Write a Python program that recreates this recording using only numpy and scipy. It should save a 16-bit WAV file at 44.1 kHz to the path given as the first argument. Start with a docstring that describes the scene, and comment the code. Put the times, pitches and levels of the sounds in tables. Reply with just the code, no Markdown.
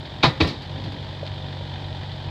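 """Two loud metal bangs ring out over the chugging of a small diesel excavator outdoors.
Its steel comes down on the bed of a truck: sheet metal crashes and rings, the chassis thumps,
loose parts clink and the bed rumbles. The engine, a quick run of exhaust puffs and rattles,
sags after the jolt and chugs on, with a few light knocks from the arm.
A faint fan whine and a steady rush of air lie behind it all."""
import sys
import numpy as np
from scipy import signal
from scipy.fft import rfft, irfft, next_fast_len
from scipy.io import wavfile
from scipy.ndimage import uniform_filter1d, minimum_filter1d

SR = 44100
rng = np.random.default_rng(int(sys.argv[2]) if len(sys.argv) > 2 else 0)


def file_out(sig):
    """Save sig as 16-bit WAV at sys.argv[1]."""
    # one column per channel
    cols = np.atleast_2d(sig).T
    # limit, then scale
    lim = np.clip(cols, -1, 1)
    pcm = np.round(lim * 32767).astype(np.int16)
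    wavfile.write(sys.argv[1], SR, pcm)


N = 101429
T = np.arange(N) / SR
HIT_RISE_S = 0.0014
BASS_HZ, MIDDLE_HZ, PLAIN_HZ, TREBLE_HZ = 330, 900, 2360, 4500   # where a blow's tone is set

# Blows of steel on the truck bed. A "ring time" is how long a sound takes to fall by 60 dB.
# (time [s], level [dB], extra bass [dB], extra middle [dB], extra treble [dB], ring time [s])
BLOWS = [(0.228, -16, -17, -37, -4.5, .12), (.2328, -7.5, -0.5, 1, -1, 0.18),
         (.402, -20, 7, -3.5, 0.5, 0.37), (0.4064, -15, 2.5, -8.5, -1, 0.12),
         (.447, -27, -4, 3, -22, 0.069), (0.471, -33, 4, -14, 10, 0.28)]
# how fast the engine runs: (time [s], firing rate [Hz])
ENGINE_SPEED = [(0, 44.4), (.3, 47), (.42, 48.2), (.6, 45.7), (.8, 49), (1.4, 47.5), (2.1, 47.4), (2.3, 47)]
# how hard the engine works, heard as loudness: (time [s], level [dB])
ENGINE_LOAD = [(0, -5.5), (.2, -4.5), (.58, -9.5), (.76, 0), (1.05, -3), (1.4, -1), (1.85, 0.5),
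               (2.3, -0.5)]


def crash(rise_cycles=0.83, bass_linger=0.027):
    """Struck sheet metal shakes at countless pitches; low ones swell slower and last a bit longer."""
    # tone of the sheet metal: (frequency [Hz], level [dB])
    sheet_tone = [(40, -4), (80, -3), (140, 5), (220, 0), (320, 4.5), (450, -1.5), (700, 2), (1050, 0),
                  (1450, -7.5), (1900, -4), (2450, -6.5), (2900, -10.5), (3400, -5), (3850, 0), (4500, -7),
                  (5200, -14), (6200, -26), (7500, -33), (10000, -48.5), (15000, -62)]
    spectrum = rfft(noise(sheet_tone))
    bin_hz = np.arange(len(spectrum)) * SR / N
    out = np.zeros(N)
    for low_hz in 35 * 2.0 ** np.arange(9):   # one octave at a time
        band = irfft(spectrum * ((bin_hz >= low_hz) & (bin_hz < 2 * low_hz)), N)
        hz = low_hz * np.sqrt(2)
        rise = HIT_RISE_S + rise_cycles / hz
        linger = (MIDDLE_HZ / hz) ** bass_linger
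        power = sum((blow_gain(blow, hz) * struck(blow[0], rise, blow[-1] * linger)) ** 2
                    for blow in BLOWS)
        out += band * np.sqrt(power)
    return out


def ringing(level_db=-1, spread_db=2.5):
    """Every blow sets the steel's strongest notes ringing, each time in a slightly different mix."""
    # natural notes of the steel: (pitch [Hz], level [dB], ring time [s])
    steel_notes = [(313, -13, .25), (529, -24, .55), (872, -18, .22), (1000, -11, .12), (1125, -14, .14),
                   (1225, -17, .18), (1322, -19, .22), (1825, -21, .35), (1987, -22, .33), (2310, -15, .1),
                   (2460, -14, .1), (2548, -15, .11), (3420, -20, .17), (3582, -16, .14), (3754, -19, .14),
                   (3931, -20, .14), (4021, -24, .19), (4382, -21, .14)]
    out = np.zeros(N)
    for blow in BLOWS:
        start = blow[0]
        for hz, db, ring_s in steel_notes:
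            gain = blow_gain(blow, hz) * from_db(level_db + db + spread_db * rng.standard_normal())
            out += gain * struck(start, HIT_RISE_S, ring_s) * sine(hz, start)
    return out


def clanks():
    """A steel edge lands and adds a short, hard note to each crash."""
    # landings of the edge: (time [s], level [dB])
    landings = [(0.231, -15), (0.408, -15.5)]
    # natural notes of the edge: (pitch [Hz], level [dB], ring time [s])
    edge_notes = [(2290, -5.5, .04), (2430, -4.5, .05), (2558, -3, 0.072), (4520, -13, 0.11)]
    return sum(from_db(db + note_db) * struck(start, HIT_RISE_S, ring_s)
               * np.sin(2 * np.pi * (hz * T + rng.random()))
               for start, db in landings for hz, note_db, ring_s in edge_notes)


def thumps():
    """The chassis shakes on its springs: a few heavy swings that swell and die away."""
    # shakes of the chassis: (time [s], pitch [Hz], level [dB], swell [s], fade [s])
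    shakes = [(0.255, 144.3, -13.5, 0.028, 0.017), (.401, 316.5, -14, 0.005, 0.041),
              (.413, 84.3, -15.5, 0.021, 0.041)]
    return sum(from_db(db) * np.interp(T - start, [0, swell, swell + fade], [0, 1, 0]) * sine(hz, start)
               for start, hz, db, swell, fade in shakes)


def engine(rough_db=1.4, surge_db=1.0, clatter_db=-40, load_share=0.35, alike=0.14):
    """Each firing of the diesel puffs from the exhaust, then rattles the engine block."""
    # exhaust note and drone of the block: (multiple of the firing rate [x], level [dB])
    exhaust_notes = [(1, -48.5), (2, -35.5), (3, -37.5), (4, -57), (5, -65), (6, -60), (7, -54.5),
                     (10, -60.5), (12, -59), (16, -54), (17, -62), (19, -68), (20, -55), (21, -61.5)]
    # tone of the rattling block and covers: (frequency [Hz], level [dB])
    clatter_tone = [(20, -38), (200, 1), (310, 0.5), (410, -4), (520, -2), (630, 2.5), (700, -6),
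                    (780, 0.5), (950, -1), (1120, -14.5), (1370, -13.5), (1550, -7.5), (1850, -6),
                    (2250, -12.5), (2480, -7.5), (2700, -17), (2950, -6), (3220, -2), (3380, -5.5),
                    (3560, -0.5), (3750, -7), (4400, -11), (5100, -19.5), (5700, -26), (7000, -37),
                    (9500, -52), (15000, -56)]
    first_firing_s, lag_s, rise_s, decay_s = 0.00102, 0.002497, 0.0047, 0.0085
    rate, load_db = in_time(ENGINE_SPEED), in_time(ENGINE_LOAD)
    firings = np.cumsum(rate) / SR - first_firing_s * rate[0]
    puffs = np.zeros(N)
    for multiple, db in exhaust_notes:
        phase = (multiple > 7) * rng.uniform(0, 2 * np.pi)   # low notes line up to form the puff
        puffs -= np.sqrt(2) * from_db(db) * np.cos(2 * np.pi * round(multiple) * firings + phase)
    puffs *= from_db(load_db + rough_db * drift(45) + surge_db * drift(12))

    rattles = firings - lag_s * rate[0] + 2   # the 2 keeps this count above zero
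    age = rattles % 1 / rate
    burst = np.minimum(age / rise_s, 1) * np.exp(-np.maximum(age - rise_s, 0) / decay_s)
    envelope = 0.43 + burst   # some rattle goes on between firings
    strength = from_db(rng.standard_normal(N)[rattles.astype(int)])   # each varies by about 1 dB
    repeated = np.interp(age * SR, np.arange(N), rng.standard_normal(N))   # same in every firing
    rattle = np.sqrt(alike) * repeated + np.sqrt(1 - alike) * rng.standard_normal(N)
    clatter = coloured(rattle * envelope * strength, clatter_tone)
    return puffs + from_db(clatter_db + load_share * load_db) * clatter


def knocks(rise_cycles=2.2):
    """The hollow arm knocks, sounding a few close notes that die quickly."""
    # knocks of the arm: (time [s], level [dB])
    hits = [(1.2285, -24), (1.607, -31)]
    # natural notes of the arm: (pitch [Hz], level [dB], ring time [s])
    arm_notes = [(498, -9, 0.049), (554, -0.5, 0.046), (587, -9, 0.055)]
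    return sum(from_db(db + note_db) * struck(start, rise_cycles / hz, ring_s) * sine(hz, start)
               for start, db in hits for hz, note_db, ring_s in arm_notes)


def clinks():
    """Loose parts tap together in short, bright bursts of noise."""
    # taps of the parts: (time [s], level [dB], ring time [s])
    taps = [(.055, -41.5, 0.11), (0.484, -32, 0.13), (.617, -41, 0.25), (.838, -38, 0.15),
            (0.919, -40, 0.098), (1.027, -43, 0.082), (1.2645, -31, 0.014), (1.273, -38, .06),
            (2.116, -38.5, .06)]
    # tone of a tap: (frequency [Hz], level [dB])
    tap_tone = [(100, -40), (800, -26), (2000, 1), (2800, -0.5), (3600, 0.5), (4500, 3.5), (5500, -15),
                (8000, -33), (15000, -45)]
    return bursts(taps, tap_tone)


def grit(rough_db=2.0):
    """Grit crushed under the steel gives a faint, high crunch."""
    # crunches: (time [s], level [dB], ring time [s])
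    crunches = [(.24, -55, 0.35), (.425, -56, 0.26), (.472, -54, 0.1), (.619, -67, .1), (.842, -69, .1),
                (.921, -68, .08)]
    # tone of the grit: (frequency [Hz], level [dB])
    grit_tone = [(4000, -13), (7000, 2), (11000, -7), (14500, -10), (16000, -13)]
    return bursts(crunches, grit_tone) * from_db(rough_db * drift(500))


def rumble():
    """The truck bed rumbles as the weight on it shifts."""
    # swells of the rumble: (time [s], level [dB])
    swells = [(0, -49.5), (.4, -38), (.48, -26), (.55, -37), (.65, -47), (.76, -40), (.86, -33.5),
              (.96, -38), (1.06, -50), (2.3, -53)]
    # tone of the bed: (frequency [Hz], level [dB])
    bed_tone = [(15, -50), (40, -15), (90, 4.5), (170, 1.5), (330, -5), (500, -13), (1000, -20),
                (4000, -46), (15000, -88)]
    return from_db(in_time(swells)) * noise(bed_tone)


def echo(sound, level_db=-28.5, delay_s=0.035, ring_s=0.78, cutoff_hz=8600):
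    """Sound bounces faintly back from the road and parked vehicles."""
    tail = signal.sosfilt(signal.butter(2, cutoff_hz, fs=SR, output="sos"), rng.standard_normal(N))
    tail *= struck(delay_s, HIT_RISE_S, ring_s)
    tail /= np.sqrt(np.sum(tail ** 2))
    return from_db(level_db) * signal.fftconvolve(sound, tail)[:N]


def fan(idle_firing_hz=47.5, waver_db=2.0):
    """The cooling fan and pump whine, higher as the engine speeds up and louder as it works harder."""
    # notes of the fan and pump: (pitch at idle [Hz], level [dB])
    whines = [(523, -54), (634, -54.5), (855, -55.5)]
    engine_time = np.cumsum(in_time(ENGINE_SPEED) / idle_firing_hz) / SR
    return sum(np.sqrt(2) * from_db(db + in_time(ENGINE_LOAD) + waver_db * drift(30))
               * np.sin(2 * np.pi * hz * engine_time) for hz, db in whines)


def air(level_db=-39.5):
    """The cooling fan and the open air make a steady, low rush."""
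    # tone of the rush: (frequency [Hz], level [dB])
    air_tone = [(8, -36), (20, -22), (35, -9), (60, 8.5), (120, 9), (170, 4.5), (240, -8.5), (450, -12.5),
                (900, -7.5), (1300, -14), (2700, -18.5), (3600, -9.5), (4800, -17), (5800, -33),
                (7500, -34), (9500, -45.5), (15000, -49)]
    return from_db(level_db) * noise(air_tone)


def blow_gain(blow, hz):
    """How strongly one blow shakes the metal at a given frequency."""
    _, db, bass_db, middle_db, treble_db, _ = blow
    tone = [(BASS_HZ, bass_db), (MIDDLE_HZ, middle_db), (PLAIN_HZ, 0), (TREBLE_HZ, treble_db)]
    return from_db(db + at_hz(tone, hz))


def struck(start, rise, ring_s):
    """Loudness of a hit over time: a quick rise, then a fall of 60 dB in ring_s seconds."""
    age = np.maximum(T - start, 0)
    return np.minimum(age / rise, 1) * from_db(-60 * np.maximum(age - rise, 0) / ring_s)


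def sine(hz, start):
    """A pure note that passes through zero at the start time."""
    return np.sin(2 * np.pi * hz * (T - start))


def bursts(hits, tone):
    """A fading burst of noise for each hit."""
    return noise(tone) * sum(from_db(db) * struck(start, HIT_RISE_S, ring_s) for start, db, ring_s in hits)


def noise(tone):
    """Steady noise with the given tone."""
    return coloured(rng.standard_normal(N), tone)


def coloured(sound, tone):
    """Turn each frequency up or down to match a tone table; the result has average size 1."""
    size = next_fast_len(N)
    gain = from_db(at_hz(tone, np.arange(size // 2 + 1) * SR / size))
    return rms_one(irfft(rfft(sound, size) * gain, size)[:N])


def drift(rate_hz):
    """A smooth random wobble of average size 1."""
    width = max(int(SR / rate_hz), 2)
    smoothed = uniform_filter1d(rng.standard_normal(N), width, mode="wrap")
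    return rms_one(uniform_filter1d(smoothed, width, mode="wrap"))


def at_hz(tone, hz):
    """Read a tone table between its rows, giving every octave the same width."""
    row_hz, db = np.transpose(tone)
    return np.interp(np.log(np.maximum(hz, 1)), np.log(row_hz), db)


def in_time(rows):
    """Join (time, value) points with straight lines."""
    return np.interp(T, *np.transpose(rows))


def rms_one(x):
    """Scale a signal so that its average size (root mean square) is 1."""
    return x / np.sqrt(np.mean(x ** 2) + 1e-20)


def from_db(db):
    """Turn decibels into a number to multiply by."""
    return 10 ** (np.asarray(db) / 20)


def scene():
    """The metal sounds and their echo over the engine, the rumbling bed and the air, in mono."""
    metal = crash() + ringing() + clanks() + thumps() + knocks() + clinks() + grit()
    bed = rumble()
    return (metal + echo(metal) + engine() + bed + fan() + air())[None]


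def record(dry, ceiling=0.87, window_samples=177, stop_hz=16600):
    """A quick limiter turns down the loudest peaks, then a filter cuts the highest treble."""
    needed_gain = np.minimum(1, ceiling / (np.abs(dry) + 1e-9))
    gain = uniform_filter1d(minimum_filter1d(needed_gain, size=window_samples), size=window_samples)
    return signal.sosfilt(signal.cheby2(12, 70, stop_hz, fs=SR, output="sos"), dry * gain)


dry = scene()
out = record(dry)
file_out(out)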